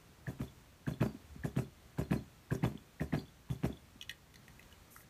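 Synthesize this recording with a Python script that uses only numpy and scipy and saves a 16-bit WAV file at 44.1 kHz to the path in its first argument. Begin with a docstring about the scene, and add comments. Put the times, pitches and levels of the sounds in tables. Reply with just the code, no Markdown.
"""First come pairs of pops and thuds: a palm slaps the base of a spray can standing upside down on a table.
Each tap thuds and bounces through the table, puffs paint from the nozzle and jogs the mixing ball.
Then the can is carried off, the ball clacking on the steel, with a thin hiss near the end.
One microphone hears it all in a quiet, open workshop."""
import sys
import numpy as np
from scipy import signal
from scipy.fft import rfft, irfft, next_fast_len
from scipy.io import wavfile
from scipy.ndimage import uniform_filter1d, map_coordinates

SR = 44100
rng = np.random.default_rng(int(sys.argv[2]) if len(sys.argv) > 2 else 0)


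def put_to_file(sound):
    """Save the sound as 16-bit audio at rate SR, in the file named by the first command-line argument."""
    columns = np.atleast_2d(sound).T  # one column per channel
    safe = np.clip(columns, -1, 1)
    whole_steps = np.round(safe * 32767)
    wavfile.write(sys.argv[1], SR, whole_steps.astype(np.int16))


N = 224833

# Palm taps, in pairs: (time [s], push level [dB], push pitch [Hz], pop level [dB], pop pitch [Hz],
# rebound delay [s], rebound level [dB], settling delay [s], settling level [dB], puff level [dB],
# valve open [s], skip level [dB])
PALM_TAPS = [(0.2702, -31.5, 127, -38, 1734, .015, -42.5, 0.026, -36.5, -60.5, 0.042, -47),
             (0.3963, -29, 172, -58, 1630, .017, -40.5, 0.035, -45.5, -59, 0.049, -53.5),
             (0.8676, -26.5, 164, -40, 1586, 0.018, -35.5, 0.042, -36.5, -57, 0.037, -46),
             (1.0045, -23, 168, -46, 1650, .019, -28, 0.052, -33, -55, 0.049, -33.5),
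             (1.4372, -27, 168, -38, 1720, .016, -37, 0.033, -39, -56, 0.027, -62),
             (1.562, -24.5, 174.5, -53, 1590, 0.024, -33.5, 0.053, -41, -55.5, .048, -40),
             (1.9785, -23.5, 151, -48, 1524, .015, -34, 0.033, -32, -53.5, .022, -43),
             (2.108, -22.5, 180, -44, 1740, 0.019, -30, 0.048, -33.5, -54, 0.038, -35.5),
             (2.509, -23.5, 155, -35.5, 1595, 0.015, -33, 0.038, -32.5, -55, 0.035, -42),
             (2.6293, -22, 165, -43.5, 1920, .018, -31, 0.041, -37, -55, .041, -35),
             (3.0005, -26, 172, -37, 1860, .016, -32, 0.031, -42, -57, 0.027, -45),
             (3.125, -23, 168, -39, 1885, .021, -33, 0.047, -36, -59, 0.064, -32),
             (3.496, -27.5, 143.5, -65, 1690, .014, -57, 0.027, -40, -58.5, .033, -80),
             (3.6332, -24, 175, -49, 1680, .018, -32, 0.062, -40, -56.5, 0.031, -36.5)]
# The board gives way just after the pop: (delay on a pair's first tap [s], on its second [s])
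PUSH_LAG_S = [0.00397, 0.00084]
# The hand shifts the can on the board: (time [s], level [dB], main pitch [Hz])
NUDGES = [(1.142, -43, 238), (1.305, -46.5, 88), (1.354, -42, 176), (1.389, -48, 68.5), (2.599, -51, 127),
          (2.714, -40, 180), (2.746, -39, 220), (3.953, -51.5, 213)]
# The table's modes, the tones it rings at when hit. Ring time (t60) is how long a fade of 60 dB takes.
# (pitch [Hz], level [dB], ring time [s])
TABLE_MODES = [(72, 3, 0.2), (108, -2, 0.067), (130.5, 2.5, 0.13), (180.8, 8, 0.043), (205.4, 4, 0.078),
               (256.4, 3, 0.1), (316.5, -0.5, 0.077), (384.3, 7.5, 0.066), (505, -4.5, 0.071),
               (624.7, 3, 0.073), (744, -8, 0.04), (1038, -8, 0.055), (1240, -12, 0.025), (1674, 9, 0.017)]
# The steel can's modes: (pitch [Hz], level [dB], ring time [s])
CAN_MODES = [(1330, 2.5, 0.026), (1656, -6, 0.11), (1860, -2, 0.1), (2010, 6.5, 0.034), (2554, 3.5, 0.028),
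             (2924, -3, 0.044), (3220, 14.5, 0.0058), (3440, -3, 0.054), (3760, 7.5, 0.017),
             (4188, -8.5, 0.091), (4630, -11.5, 0.18), (5720, 25.5, 0.0085), (6480, 10.5, 0.045),
             (7440, -9, 0.015), (9240, 17, 0.019), (13600, 7, .02)]
# Noise of loose things on the table and of brushing fingers: (frequency [Hz], level [dB])
RATTLE_SPECTRUM = [(300, -30), (700, 3), (1600, -6.5), (2500, -6.5), (3300, -14), (4500, -18.5),
                   (7000, -58)]
# Noise of the nozzle, also used for the ball's cracks: (frequency [Hz], level [dB])
JET_SPECTRUM = [(3000, -40), (4800, -4), (6200, 0), (8500, -1.5), (11500, 0.5), (13000, 0.5), (15500, -12)]
# The last hiss: (time [s], level [dB], length [s], fade [dB/s])
LAST_HISS = [(4.904, -59, .115, 20)]
# Its thin, bright noise: (frequency [Hz], level [dB])
HISS_SPECTRUM = [(3500, -37), (5200, -13), (6100, -5), (7500, -9), (9000, -4), (13600, -2.5), (15500, -13)]
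# The ball touches the wall through paint: (time [s], level [dB], main pitch [Hz], ring time scale [x])
BALL_PINGS = [(0.4309, -43, 3440, 0.7), (0.4808, -53, 3440, .6), (0.8854, -39, 3350, 0.98),
              (0.9224, -46, 4200, .9), (0.936, -50.5, 3435, .8), (1.0081, -36, 3500, 0.9),
              (1.0554, -42, 4650, 1.2), (1.5635, -36.5, 3180, 0.73), (1.6142, -45, 4200, 0.99),
              (2.0324, -48, 4190, 1.9), (2.167, -39, 4234, 0.71), (2.601, -46, 3430, .6),
              (2.6524, -37, 3440, .6), (2.6844, -41, 4280, 0.82), (2.7753, -37, 3314, 0.73),
              (3.1474, -45, 4120, 1.2), (3.1714, -43, 4670, 1.6), (3.187, -47, 4220, 0.54),
              (3.1900, -44, 3400, 0.57), (3.1974, -40.5, 4230, .9), (3.255, -42.5, 3354, 0.91),
              (3.281, -43, 3360, 0.85), (3.5127, -31, 3380, 0.51), (3.726, -38, 3515, .8),
              (3.7703, -47, 3475, .8)]
# Fainter touches at random after each tap, one per entry: (main pitch [Hz])
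JOG_HZ = [3440, 3440, 3440, 4220, 4200, 4630]
# The ball hits bare wall: (time [s], level [dB], main pitch [Hz], spread [octaves],
# ring time scale [x], second pitch [Hz], its relative level [dB])
BALL_CLACKS = [(2.551, -51.5, 6000, 1.3, 0.34, 9500, -10), (4.012, -38, 3120, 0.24, 1.06, 5900, -19),
               (4.025, -40.5, 2970, 0.42, 0.7, 5900, -13), (4.094, -33.5, 3070, 0.47, 0.68, 1870, -7),
               (4.111, -37.5, 1820, 0.38, 0.28, 9000, -9), (4.341, -48.5, 3000, 0.65, 0.33, 9000, -2),
               (4.357, -45, 4200, 0.44, 0.34, 2080, -0.5), (4.480, -47.5, 2230, 0.65, 0.28, 13600, -14),
               (4.594, -44, 2250, 0.25, 0.55, 6500, -25), (4.627, -49.5, 2960, 0.54, 0.35, 6500, -7),
               (4.713, -48, 1520, 0.19, 0.53, 3000, -20), (4.725, -47.5, 2930, 0.22, .5, 6000, -16),
               (4.963, -38.5, 1330, 0.28, 0.41, 2020, -15.5), (5.005, -59, 2000, 0.8, .43, 4200, -16),
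               (5.031, -59, 1670, .3, .5, 3000, -20)]
# The workshop's echo: (frequency [Hz], ring time [s])
ROOM_DECAY = [(100, 0.27), (1000, 0.23), (8000, 0.064)]
# Distant rumble and hiss: (frequency [Hz], level [dB])
AIR_SPECTRUM = [(25, -5), (50, 4.5), (130, 0.5), (380, -9), (700, -12.5), (1200, -13), (3800, -18),
                (7000, -20), (15500, -22.5)]
# The microphone's tone: (frequency [Hz], gain [dB])
MIC_RESPONSE = [(20, -6), (45, 1.5), (70, 4.5), (4300, 1), (5000, -1.5), (5800, 0.5), (9800, -2),
                (10400, -7.5), (11000, -2)]

# Each list holds (first tap of a pair, second tap).
REBOUND_PUSH_DB, REBOUND_TREBLE_DB = [-25, -9], [-19.5, -2]  # relative to the tap's push; to the rap
REBOUND_HZ, SETTLE_HZ = 137, [163, 213]
SKIP_S, SKIP_TREBLE_DB = 0.009, -2  # a quick bright touch ahead of the rebound
SETTLE_RAP_DB, SETTLE_TREBLE_DB = -8.5, -19
ROCK_S, ROCK_DB, ROCK_HZ = 0.025, -13.5, 175  # each rock is about this much later and weaker
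PUFF_LAG_S, PUFF_SAG_DB_PER_S = 0.0022, 63
JOG_WINDOW_S, JOG_DB, JOG_FADE_DB, JOG_RING_SCALE = 0.089, -54, 3.5, 0.76
CRACK_DB, CRACK_DB_PER_OCTAVE = -25, 13.5  # a hit with a wider spread cracks more
AIR_DB, TOP_HZ = -63, 15400


def palm():
    """Fingers brush the rim, then the air cupped between the palm and the dished base pops."""
    pops, t = np.zeros(N), np.arange(SR // 10) / SR
    for s, _, _, db, hz, *_ in PALM_TAPS:
        pop = ring(hz * np.array([1, 1.12]), db + np.array([13, 4]), t60=0.014, attack=0.0019, t=t)
        add(pops, s - 0.0015, pop)
    brush = bursts([(s - 0.006, 0) for s, *_ in PALM_TAPS], attack=0.0018, t60=0.024)
    return pops + amp(-51) * brush * noise(RATTLE_SPECTRUM)


def table():
    """Soft pushes ring the board's low tones, hard raps its high ones and the can; loose things rattle."""
    thuds, raps = landings()
    pushes = struck(thuds, TABLE_MODES, spread=0.62, ring_scale=0.64, attack=0.0021)
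    board_hits = [(s, db, 720) for s, db, _ in raps]
    rebounds = struck(board_hits, TABLE_MODES, spread=4.1, ring_scale=0.84, attack=0.0014)
    can_hits = [(s, db + treble_db, 2400) for s, db, treble_db in raps]
    shell = struck(can_hits, CAN_MODES, spread=0.19, ring_scale=0.84, attack=0.0022)
    jolts = bursts([(s, db) for s, db, _ in can_hits], attack=0.0019, t60=0.022)
    tremble = bursts([(s, db) for s, db, _ in thuds], attack=0.0016, t60=0.1)
    contacts = unit(amp(4.6 * unit(uniform_filter1d(rng.standard_normal(N), size=70))))  # uneven touches
    rattle = (amp(-2) * jolts + amp(-23.5) * tremble * contacts) * noise(RATTLE_SPECTRUM)
    return amp(2) * pushes + amp(-6.5) * rebounds + amp(-5.5) * shell + rattle


def landings():
    """Each tap drives the can down; it skips, rebounds, settles and rocks twice."""
    thuds = list(NUDGES)  # (time [s], level [dB], main pitch [Hz])
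    raps = []  # (time [s], level [dB], relative treble [dB])
    chance = rng.standard_normal((len(PALM_TAPS), 2, 3))
    for k, tap in enumerate(PALM_TAPS):
        s, push_db, push_hz, _, _, rebound_s, rebound_db, settle_s, settle_db, _, _, skip_db = tap
        in_pair = k % 2
        thuds += [(s + PUSH_LAG_S[in_pair], push_db, push_hz),
                  (s + rebound_s, push_db + REBOUND_PUSH_DB[in_pair], REBOUND_HZ),
                  (s + settle_s, settle_db, SETTLE_HZ[in_pair])]
        raps += [(s + rebound_s - SKIP_S, skip_db, SKIP_TREBLE_DB),
                 (s + rebound_s, rebound_db, REBOUND_TREBLE_DB[in_pair]),
                 (s + settle_s, settle_db + SETTLE_RAP_DB, SETTLE_TREBLE_DB)]
        for rock, (later, louder, higher) in enumerate(chance[k], 1):
            at = s + settle_s + ROCK_S * (rock + 0.1245 * later)
            db = settle_db + ROCK_DB * rock + 2 * louder
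            thuds.append((at, db, ROCK_HZ * np.exp(0.2 * higher)))
            raps.append((at, db + SETTLE_RAP_DB, SETTLE_TREBLE_DB))
    return thuds, raps


def ball_pings():
    """Sloshing paint muffles all but a few of the tones the ball rings, and makes them flutter."""
    delays = rng.random((len(PALM_TAPS), len(JOG_HZ)))
    jogs = [(tap[0] + JOG_WINDOW_S * late, JOG_DB - JOG_FADE_DB * late, hz, JOG_RING_SCALE)
            for tap, row in zip(PALM_TAPS, delays) for late, hz in zip(row, JOG_HZ)]
    touches = np.array(BALL_PINGS + jogs)
    slosh = uniform_filter1d(uniform_filter1d(rng.standard_normal(N), size=130), size=130)
    pings = struck(touches[:, :3], CAN_MODES, spread=0.051, ring_scale=touches[:, 3], attack=0.00055)
    return amp(-4.5 + 4 * unit(slosh)) * pings


def ball_clacks():
    """On bare steel the ball rings two groups of tones and makes a sharp crack."""
    s, db, main_hz, spread, ring_scale, second_hz, second_db = np.transpose(BALL_CLACKS)
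    clacks = struck(np.transpose([s, db, main_hz]), CAN_MODES, spread, ring_scale, attack=0.00069)
    second_hits = np.transpose([s, db + second_db, second_hz])
    clacks += struck(second_hits, CAN_MODES, spread=0.22, ring_scale=ring_scale, attack=0.0012)
    crack_db = db + CRACK_DB + CRACK_DB_PER_OCTAVE * spread
    cracks = bursts(np.transpose([s, crack_db]), attack=0.00054, t60=0.03) * noise(JET_SPECTRUM)
    return clacks + amp(7) * cracks


def spray():
    """Each tap opens the valve for a puff of paint; a thinner hiss comes near the end."""
    openings = [(s + PUFF_LAG_S, db, open_s, PUFF_SAG_DB_PER_S) for s, *_, db, open_s, _ in PALM_TAPS]
    puffs = jet(openings, JET_SPECTRUM, closing_db_per_s=327)
    return puffs + jet(LAST_HISS, HISS_SPECTRUM, closing_db_per_s=699)


def jet(openings, spectrum, closing_db_per_s):
    """Rushing gas snaps on, sags while the valve is open, then dies away; droplets make it patchy."""
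    flow, t = np.zeros(N), np.arange(SR // 3) / SR
    for s, db, open_s, sag in openings:
        flow_db = db - sag * t - closing_db_per_s * np.maximum(t - open_s, 0)
        add(flow, s, amp(flow_db) * (1 - np.exp(-t / 0.0048)))
    bands = signal.stft(noise(spectrum), nperseg=256)[2]
    patches = uniform_filter1d(rng.standard_normal(bands.shape), size=2, axis=0)  # smooth over frequency
    patch_db = 3 * unit(uniform_filter1d(patches, size=8, axis=1))  # and over time
    return flow * unit(signal.istft(bands * amp(patch_db), nperseg=256)[1][:N])


def workshop_echo(sound):
    """The room answers with a short echo whose high frequencies die first."""
    hz, t, bands = signal.stft(rng.standard_normal(SR // 2), SR, nperseg=256)
    fade = amp(-60 * t / curve_at(ROOM_DECAY, hz)[:, None])
    tail = signal.istft(bands * fade, SR, nperseg=256)[1]
    return signal.fftconvolve(np.pad(sound, (400, 0)), tail / np.linalg.norm(tail))[:N]


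def air():
    """Distant rumble and hiss, drifting slowly in level."""
    drift = map_coordinates(rng.standard_normal(40), [np.arange(N) * 4.9 / SR])
    return amp(AIR_DB + 0.6 * drift) * noise(AIR_SPECTRUM)


def struck(hits, modes, spread, ring_scale, attack):
    """Each hit (time [s], level [dB], main pitch [Hz]) rings the modes near its pitch, a bit at random."""
    out, t = np.zeros(N), np.arange(SR // 6) / SR
    hz, mode_db, t60 = np.transpose(modes)
    scatter_db = 2 * rng.standard_normal((len(hits), len(hz)))
    each = np.ones(len(hits))
    for hit, octaves, scale, random_db in zip(hits, spread * each, ring_scale * each, scatter_db):
        s, db, main_hz = hit
        nearness_db = -12 * np.abs(np.log2(hz / main_hz)) / max(octaves, 0.03)
        heard = nearness_db > -40
        levels = (db + mode_db + nearness_db + random_db)[heard]
        ring_s = t60[heard] * max(scale, 0.1)
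        add(out, s, ring(hz[heard], levels, ring_s, attack, t[t < max(ring_s, default=0)]))
    return out


def ring(hz, db, t60, attack, t):
    """Fading sine tones with a soft start; every other one swings the opposite way."""
    sign = (-1) ** np.arange(len(hz))
    tones = sign * amp(db - 60 * t[:, None] / t60) * np.sin(2 * np.pi * hz * t[:, None])
    return tones.sum(axis=1) * (1 - np.exp(-t / attack)) ** 2


def bursts(events, attack, t60):
    """A loudness curve that jumps up and fades at each (time [s], level [dB])."""
    out, t = np.zeros(N), np.arange(SR // 6) / SR
    for s, db in events:
        add(out, s, amp(db - 60 * t / t60) * (1 - np.exp(-t / attack)))
    return out


def noise(spectrum):
    """Noise shaped by a spectrum, at a standard strength."""
    return unit(filtered(rng.standard_normal(N), lambda hz: amp(curve_at(spectrum, hz))))


def filtered(x, response):
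    """Turns each frequency of x up or down by response(hz)."""
    size = next_fast_len(len(x) + 8192)
    return irfft(rfft(x, size) * response(np.fft.rfftfreq(size, 1 / SR)), size)[:len(x)]


def curve_at(points, hz):
    """Reads between (frequency [Hz], value) points, with octaves evenly spaced."""
    point_hz, values = np.transpose(points)
    return np.interp(np.log(hz + 1), np.log(point_hz + 1), values)


def add(track, s, sound):
    """Mixes a sound in at time s."""
    part = track[round(s * SR):][:len(sound)]
    part += sound[:len(part)]


def amp(db):
    """Turns decibels into a multiplier."""
    return 10 ** (np.asarray(db) / 20)


def unit(x):
    """Scales x to an average strength (rms) of 1."""
    return x / np.sqrt(np.mean(x ** 2) + 1e-20)


def scene():
    """The can at arm's length, its echo and the background."""
    can = palm() + table() + spray() + ball_pings() + ball_clacks()
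    return (can + amp(-14) * workshop_echo(can) + air())[None]


def record(dry):
    """The microphone thins the deepest bass, dips twice in the treble and keeps nothing above TOP_HZ."""
    return filtered(dry[0], lambda hz: amp(curve_at(MIC_RESPONSE, hz)) * (hz < TOP_HZ))[None]


dry = scene()
out = record(dry)
put_to_file(out)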